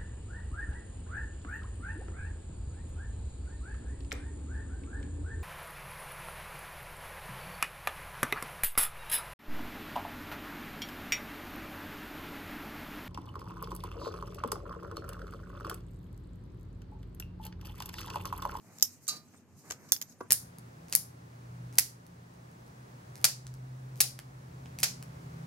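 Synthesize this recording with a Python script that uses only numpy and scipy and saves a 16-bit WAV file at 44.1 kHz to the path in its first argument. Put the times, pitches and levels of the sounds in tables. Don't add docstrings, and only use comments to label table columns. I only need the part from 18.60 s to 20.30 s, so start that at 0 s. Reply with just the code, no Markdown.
import sys
import numpy as np
from scipy import signal
from scipy.fft import rfft, irfft
from scipy.io import wavfile

SR = 44100
rng = np.random.default_rng(int(sys.argv[2]) if len(sys.argv) > 2 else 0)


def to_wav(s):
    ch = np.atleast_2d(s).T
    pcm = np.round(np.clip(ch, -1, 1) * 32767)
    wavfile.write(sys.argv[1], SR, pcm.astype(np.int16))


def elevation(decibels):
    levels = np.asarray(decibels, float)
    return 10 ** (levels / 20)


N = 74970
LEFT_LAG = 5


def in_time(rows):
    return np.interp(np.arange(N) / SR, *np.transpose(rows))


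def at_hz(points, hz):
    table_hz, values = np.transpose(points)
    return np.interp(np.log(hz), np.log(table_hz), values)


def rms_one(x):
    return x / np.sqrt(np.mean(x ** 2))


def drift(rate):
    r = np.exp(-80 * np.pi * rate / SR)
    noise = rng.standard_normal(N // 40 + 2002)
    slow = signal.lfilter([1], [1, -2 * r, r * r], noise)[2000:]
    return np.interp(np.arange(N) / 40, np.arange(len(slow)), rms_one(slow))


def coloured(x, spectrum, balance=None):
    hz = np.maximum(np.arange(1025) * SR / 2048, 10)
    lean = 0 if balance is None else at_hz(balance, hz) / 2
    level = np.log(elevation(at_hz(spectrum, hz) + lean * np.array([[1], [-1]])))
    cep = irfft(level)
    cep[:, 1:1024] *= 2
    cep[:, 1025:] = 0
    kernel = irfft(np.exp(rfft(cep)))
    kernel = kernel / np.sqrt(np.mean(kernel ** 2) * 2048)
    return signal.fftconvolve(x, kernel, axes=1)[:, :N]


def sides(x, pan_db, lag=LEFT_LAG):
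    left, right = np.broadcast_to(x, (2, np.shape(x)[-1]))
    return np.array([elevation(pan_db / 2) * np.roll(left, lag), elevation(-pan_db / 2) * right])


def bursts(rows, pan_db, alike=0.56):
    t, out = np.arange(N) / SR, 0
    common, left, right = rng.standard_normal((3, N))
    crackle = alike * sides(common, 0) + np.sqrt(1 - alike ** 2) * np.array([left, right])
    for s, db, decay in rows:
        age = np.maximum(t - s, 0)
        rise = 1 - np.exp(-age / (decay * 0.46))
        out = out + elevation(db - 0.5) * rise * np.exp(-age / decay)
    return sides(out, pan_db) * crackle


def struck(modes, blows, spread_db, pan_db, soft_hz, lag=LEFT_LAG):
    contact_s = 0.0015
    out = np.zeros((2, N))
    s, db = np.transpose(blows)
    for hz, level_db, t60 in modes:
        clicks = np.full((2, N), 1e-18)
        shared, left, right, late = rng.standard_normal((len(s), 4)).T
        at = ((s + contact_s * np.abs(late)) * SR).astype(int)
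        chance_db = spread_db * (shared + np.array([left, right]) / 2)
        clicks[:, at] = np.sign(late) * elevation(db + level_db + chance_db)
        r, w = elevation(-60 / (t60 * SR)), 2 * np.pi * hz / SR
        out += signal.lfilter([0, np.sin(w)], [1, -2 * r * np.cos(w), r * r], clicks)
    out = signal.sosfilt(signal.butter(2, soft_hz, "high", fs=SR, output="sos"), out)
    return sides(out, pan_db, lag)


def banded(spectrum, low_hz, count, patchy_db, rate):
    # frequency in Hz, likeness of left and right from 0 to 1
    likeness = [(60, 0.18), (130, 1), (290, 1), (640, 0.88), (1500, 0.58), (3100, 0.013)]
    out, together = 0, drift(rate)
    edges = low_hz * 2 ** (np.arange(count + 1) / 2)
    white = rng.standard_normal((2, 2, N))
    for k, (low, high) in enumerate(zip(edges, edges[1:])):
        band = signal.butter(2, [low, min(high, .45 * SR)], "band", fs=SR, output="sos")
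        mid, side = signal.sosfilt(band, white[k % 2])
        alike = at_hz(likeness, np.sqrt(low * high))
        stereo = np.sqrt(1 + alike) * mid + np.sqrt(1 - alike) * side * [[1], [-1]]
        out = out + elevation(patchy_db * (.5 * together + drift(rate))) * stereo
    return rms_one(coloured(out, spectrum))


def traffic():
    # frequency in Hz, level in dB per Hz
    rumble = [(25, -25.5), (58, -33), (85, -2.5), (240, -7.5), (540, -17), (1500, -23.5), (2600, -27.5),
              (4500, -41.5)]
    # frequency in Hz, width in Hz, level in dB
    engines = [(134.5, 14, -68.5), (242, 14, -69)]
    out = banded(rumble, 19.9, count=16, patchy_db=1.7, rate=5) * elevation(-61.5)
    for hz, width_hz, db in engines:
        r = np.exp(-np.pi * width_hz / SR)
        noise = rng.standard_normal((2, N + SR))
        note = signal.lfilter([1, 0, -1], [1, -2 * r * np.cos(2 * np.pi * hz / SR), r * r], noise)
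        mid, side = note[:, SR:]
        out = out + elevation(db) * rms_one(mid + .5 * side * [[1], [-1]])
    return out


def needle_rustle():
    # time in seconds, level in dB
    movement = [(0, -70.5), (.12, -63), (.34, -57), (.4, -71), (.44, -60.5), (.6, -70.5), (.7, -70.5),
                (.77, -68), (.86, -78), (.96, -70.5), (.995, -58), (1.03, -65), (1.095, -57.5),
                (1.16, -69.5), (1.29, -62.5), (1.46, -67), (1.51, -58.5), (1.56, -72)]
    # frequency in Hz, level in dB per Hz
    needles = [(1470, -35), (2500, -14), (3410, -34.5), (3830, -11.5), (6550, -1), (10700, -12),
               (13600, -8.5), (16000, -28)]
    return elevation(in_time(movement)) * banded(needles, 1700, count=7, patchy_db=1.5, rate=13)


def glove_grips():
    # start in seconds, peak in dB, burst decay in seconds
    grips = [
        (.03, -53, 0.14),
        (.51, -44.5, 0.036),
        (.736, -47.5, 0.012),
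        (1.03, -49, 0.088),
        (1.17, -54, 0.14),
        (1.65, -56, 0.018),
    ]
    # frequency in Hz, level in dB per Hz
    friction = [(70, -15.5), (140, 3), (350, -8), (1200, -11.5), (2300, -15.5), (3200, -38)]
    return coloured(bursts(grips, pan_db=-1.5, alike=0.87), friction)


def creak_ticks():
    # start in seconds, peak in dB, burst decay in seconds
    slips = [(.1845, -35.5, 0.0011), (.1975, -37, 0.0015), (.209, -36, 0.001), (.216, -42, 0.0014),
             (.232, -46, 0.00023), (.241, -38, 0.00091), (.249, -46, 0.00052), (.468, -40, 0.0025),
             (1.286, -46, 0.0077), (1.3295, -25, 0.00084), (1.3635, -28, 0.00089), (1.414, -23.5, 0.002),
             (1.422, -29, 0.0032), (1.524, -48, 0.0019), (1.606, -47, 0.0054)]
    # frequency in Hz, level in dB per Hz
    tick_colour = [(300, -28.5), (2500, -12.5), (3600, -9.5), (6300, -1.5), (10500, -21.5), (13000, -9),
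                   (14500, -11.5), (16500, -38.5)]
    return coloured(bursts(slips, pan_db=-1.5), tick_colour)


def part_pings():
    # start in seconds, level in dB, frequency in Hz, t60 in seconds, left-right in dB
    parts = [(.185, -40, 7200, 0.014, 5), (.1855, -47, 12900, .01, -14), (.1985, -51, 7000, 0.0087, -3),
             (.2165, -52, 6500, 0.0087, -2), (.2325, -22, 6800, .015, 0), (.2405, -40, 5530, 0.01, 5),
             (.249, -39, 11400, .01, -8), (.4788, -32, 8550, .04, -6), (.4835, -44.5, 1212, 0.36, -1),
             (.4835, -44, 1249, 0.16, 2), (.4858, -45, 4660, 0.021, -9), (.494, -33, 4920, 0.027, 2),
             (.505, -46, 4480, 0.027, -1), (.533, -50, 4300, 0.027, 0), (.567, -56, 4200, 0.062, -10),
             (.572, -51.5, 5000, 0.037, 7), (1.103, -34, 6600, .012, .1), (1.1095, -28, 6460, .012, 7),
             (1.1195, -40, 6650, 0.0093, 11), (1.33, -27, 10200, .01, -3), (1.3305, -19, 5800, 0.016, 2),
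             (1.339, -33, 9400, 0.013, -4), (1.3632, -31, 5270, 0.013, 13), (1.415, -29, 6780, .015, 2),
             (1.4148, -34, 12900, .02, -12), (1.4225, -32.5, 12750, 0.016, -14.5),
             (1.4225, -35.5, 9560, 0.0081, -13), (1.424, -35.5, 6160, 0.024, 10),
             (1.428, -40, 6400, 0.011, 3), (1.4744, -59, 6110, .012, -2.1), (1.4779, -56, 6400, .012, -4),
             (1.4963, -46, 6550, 0.027, 4), (1.5527, -60, 5850, .012, -1.1)]
    out, t = np.zeros((2, N + SR)), np.arange(SR // 2) / SR
    for s, db, hz, t60, pan_db in parts:
        attack = np.minimum(t * hz / 3, 1)
        ring = elevation(db - 60 * t / t60) * np.sin(2 * np.pi * hz * t) * attack
        i = int(s * SR)
        out[:, i:i + len(t)] += sides(ring, pan_db)
    return out[:, :N]


def hedge(x):
    t60_s, gap_s, level_db, spread_db = 0.13, 0.0038, -11.5, 6
    t = np.arange(SR // 4) / SR
    sizes = elevation(spread_db * np.minimum(rng.exponential(1, (2, len(t))), 4))
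    echoes = rng.standard_normal((2, len(t))) * sizes * elevation(-60 * t / t60_s) * (t > gap_s)
    echoes = echoes / np.sqrt(np.sum(echoes ** 2) / 2)
    return elevation(level_db) * signal.fftconvolve(x, echoes, axes=1)[:, :N]


def hollow_pole():
    # frequency in Hz, level in dB, t60 in seconds
    tube = [(350, -6, .025), (620, -7, .02), (1030, -5, .015), (1250, -3, .02), (1620, -4, .015),
            (2050, -5, .015)]
    # time in seconds, level in dB
    jolts = [
        (0.2246, -38.5),
        (0.7377, -55.5),
        (1.1084, -38),
        (1.12, -46),
        (1.3207, -33),
        (1.415, -49.5),
    ]
    return struck(tube, jolts, 0.82, pan_db=0.0, soft_hz=255.6)


def blade_ring(peaks, s, db):
    modes = [(hz, level_db, 3.55 / width_hz) for hz, width_hz, level_db in peaks]
    return struck(modes, [(s, db)], 1.5, pan_db=-3.0, soft_hz=2460)


def twig_snaps():
    # start in seconds, peak in dB, burst decay in seconds
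    breaks = [
        (0.2247, -3.5, 0.0016),
        (0.2282, -20.5, 0.0014),
        (1.3203, -4.5, 0.00094),
        (1.3233, -20.5, 0.004),
    ]
    # frequency in Hz, level in dB per Hz
    snap_colour = [(200, -28), (2400, -28), (4000, -11.5), (6500, -2.5), (8500, -15.5), (11000, -12.5),
                   (13200, -7.5), (16500, -36)]
    # frequency in Hz, left-right balance in dB
    snap_balance = [(60, -1.5), (150, 5), (380, 0), (950, -0.5), (2380, -5.5), (5980, 5), (15000, -17)]
    # frequency in Hz, width in Hz, level in dB
    first_song = [(4940, 210, -12), (5360, 310, 0.5), (6580, 299, -1), (7080, 250, -8.5), (7690, 500, -8.5),
                  (8720, 420, -6), (11500, 510, -7), (13200, 530, -2.5), (14500, 490, -18)]
    # frequency in Hz, width in Hz, level in dB
    second_song = [(3460, 200, -9.5), (4560, 190, -7.5), (6580, 300, -3), (7780, 320, -23.5),
                   (9520, 440, -1.5), (11180, 240, -2.5), (13500, 390, -10), (13900, 240, -10),
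                   (15100, 280, -4)]
    crack = coloured(bursts(breaks, pan_db=-2.9, alike=0.89), snap_colour, snap_balance)
    first_ring = blade_ring(first_song, breaks[0][0], -14)
    return crack + first_ring + blade_ring(second_song, breaks[2][0], -14.5)


def birds():
    # start in seconds, length in seconds, start in Hz, end in Hz, level in dB
    whistles = [(.649, .012, 7400, 8800, -72), (.665, .018, 8300, 7200, -72), (.678, .009, 6300, 6400, -69),
                (.742, .01, 7800, 7500, -70), (.759, .009, 8700, 8000, -69), (.766, .009, 7400, 7100, -68),
                (.772, .012, 9900, 9200, -69), (.766, .012, 8400, 8600, -71), (.772, .011, 3600, 3650, -71),
                (1.618, .016, 12500, 8200, -66), (1.674, .018, 6800, 11500, -67),
                (1.578, .018, 9800, 9000, -69), (1.598, .008, 9000, 12500, -68),
                (1.514, .01, 8500, 14000, -66), (.325, .012, 8500, 10000, -68)]
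    out = np.zeros(N)
    for s, length, start_hz, end_hz, db in whistles:
        n, i = int(length * 1.8 * SR), int(s * SR)
        phase = 2 * np.pi * np.cumsum(np.linspace(start_hz, end_hz, n)) / SR
        note = elevation(db) * np.hanning(n) * np.sin(phase)
        out[i:i + n] += note[:N - i]
    return sides(out * elevation(2 + 3 * drift(120)), .1)


def metal_head():
    # start in seconds, crack peak in dB, burst decay in seconds, linkage ring in dB
    clanks = [
        (0.4792, -29, 0.003, -32),
        (0.4854, -27.5, 0.0083, -36.5),
        (0.493, -27, 0.002, -63),
        (.497, -35, 0.03, -43),
        (.558, -47, 0.013, -79),
    ]
    # frequency in Hz, level in dB per Hz
    clank_colour = [(300, -16), (1200, -20), (3400, -16), (4300, 1.5), (9000, -12), (13000, -14),
                    (15200, -13), (16800, -55)]
    # frequency in Hz, level in dB, t60 in seconds
    head_modes = [(1531, -10.5, 0.24), (1870, -24, 0.33), (2430, -22, 0.38), (2740, -16.5, 0.17),
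                  (3084, -33, 0.25), (4080, -10, 0.13), (3952, 1.5, 0.22), (4172, -18, 0.15),
                  (4480, -2, 0.14), (4650, 4.6, 0.2), (5430, 1, 0.11), (5380, -11, .24), (6450, -6, .16),
                  (6853, -2, 0.08)]
    cracks = coloured(bursts([row[:3] for row in clanks], pan_db=-4.0), clank_colour)
    blows = [(.480, -43), (.4858, -39.5)]
    rings = struck(head_modes, blows, 1, pan_db=-3.5, soft_hz=700, lag=2)
    linkage_hz = np.geomspace(5750, 13630, 36) * rng.uniform(.97, 1.03, 36)
    linkage = [(hz, -11, 490 / hz) for hz in linkage_hz]
    jingle = struck(linkage, [(row[0], row[3]) for row in clanks], 5, pan_db=-4.5, soft_hz=3600)
    return cracks + rings + jingle


def pole_rattle():
    # start in seconds, peak in dB, burst decay in seconds
    shakes = [
        (1.1015, -32, 0.0023),
        (1.106, -32.5, 0.0018),
        (1.108, -23, 0.0017),
        (1.1185, -28.5, 0.0037),
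        (1.135, -41, 0.0014),
    ]
    # frequency in Hz, level in dB per Hz
    rattle_colour = [(150, -4), (1270, -7.5), (3700, -7), (6600, -0.5), (9500, -13.5), (13500, -9.5),
                     (16200, -26)]
    return coloured(bursts(shakes, pan_db=-0.5), rattle_colour)


def plank_knocks():
    # frequency in Hz, level in dB, t60 in seconds
    plank = [(226, -3.5, 0.05), (375, -2, 0.098), (478, 1, 0.041), (656, -3.5, .025), (810, -18, 0.06),
             (1008, -3.5, 0.043), (1167, -0.5, 0.034), (1370, -5, 0.02), (1554, -2.5, 0.01)]
    # time in seconds, level in dB
    blows = [
        (1.6058, -42.5),
        (1.608, -36.5),
        (1.6106, -58),
    ]
    return struck(plank, blows, 1, pan_db=-0.5, soft_hz=152)


def scene():
    background = traffic() + needle_rustle() + glove_grips()
    ticks = creak_ticks() + part_pings()
    snaps = twig_snaps()
    tool = hollow_pole() + metal_head() + pole_rattle()
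    knocks = plank_knocks()
    echoes = hedge(tool + elevation(1) * snaps + elevation(-4.5) * ticks + elevation(4.5) * knocks)
    return background + ticks + snaps + birds() + tool + knocks + echoes


def band_limit(x):
    return signal.sosfilt(signal.butter(12, 17140, fs=SR, output="sos"), x)


def record(dry):
    x = signal.sosfilt(signal.butter(2, 45, "high", fs=SR, output="sos"), dry)
    x = signal.sosfilt(signal.cheby2(12, 70, 17200, fs=SR, output="sos"), x)
    return band_limit(x)


dry = scene()
out = record(dry)
to_wav(out)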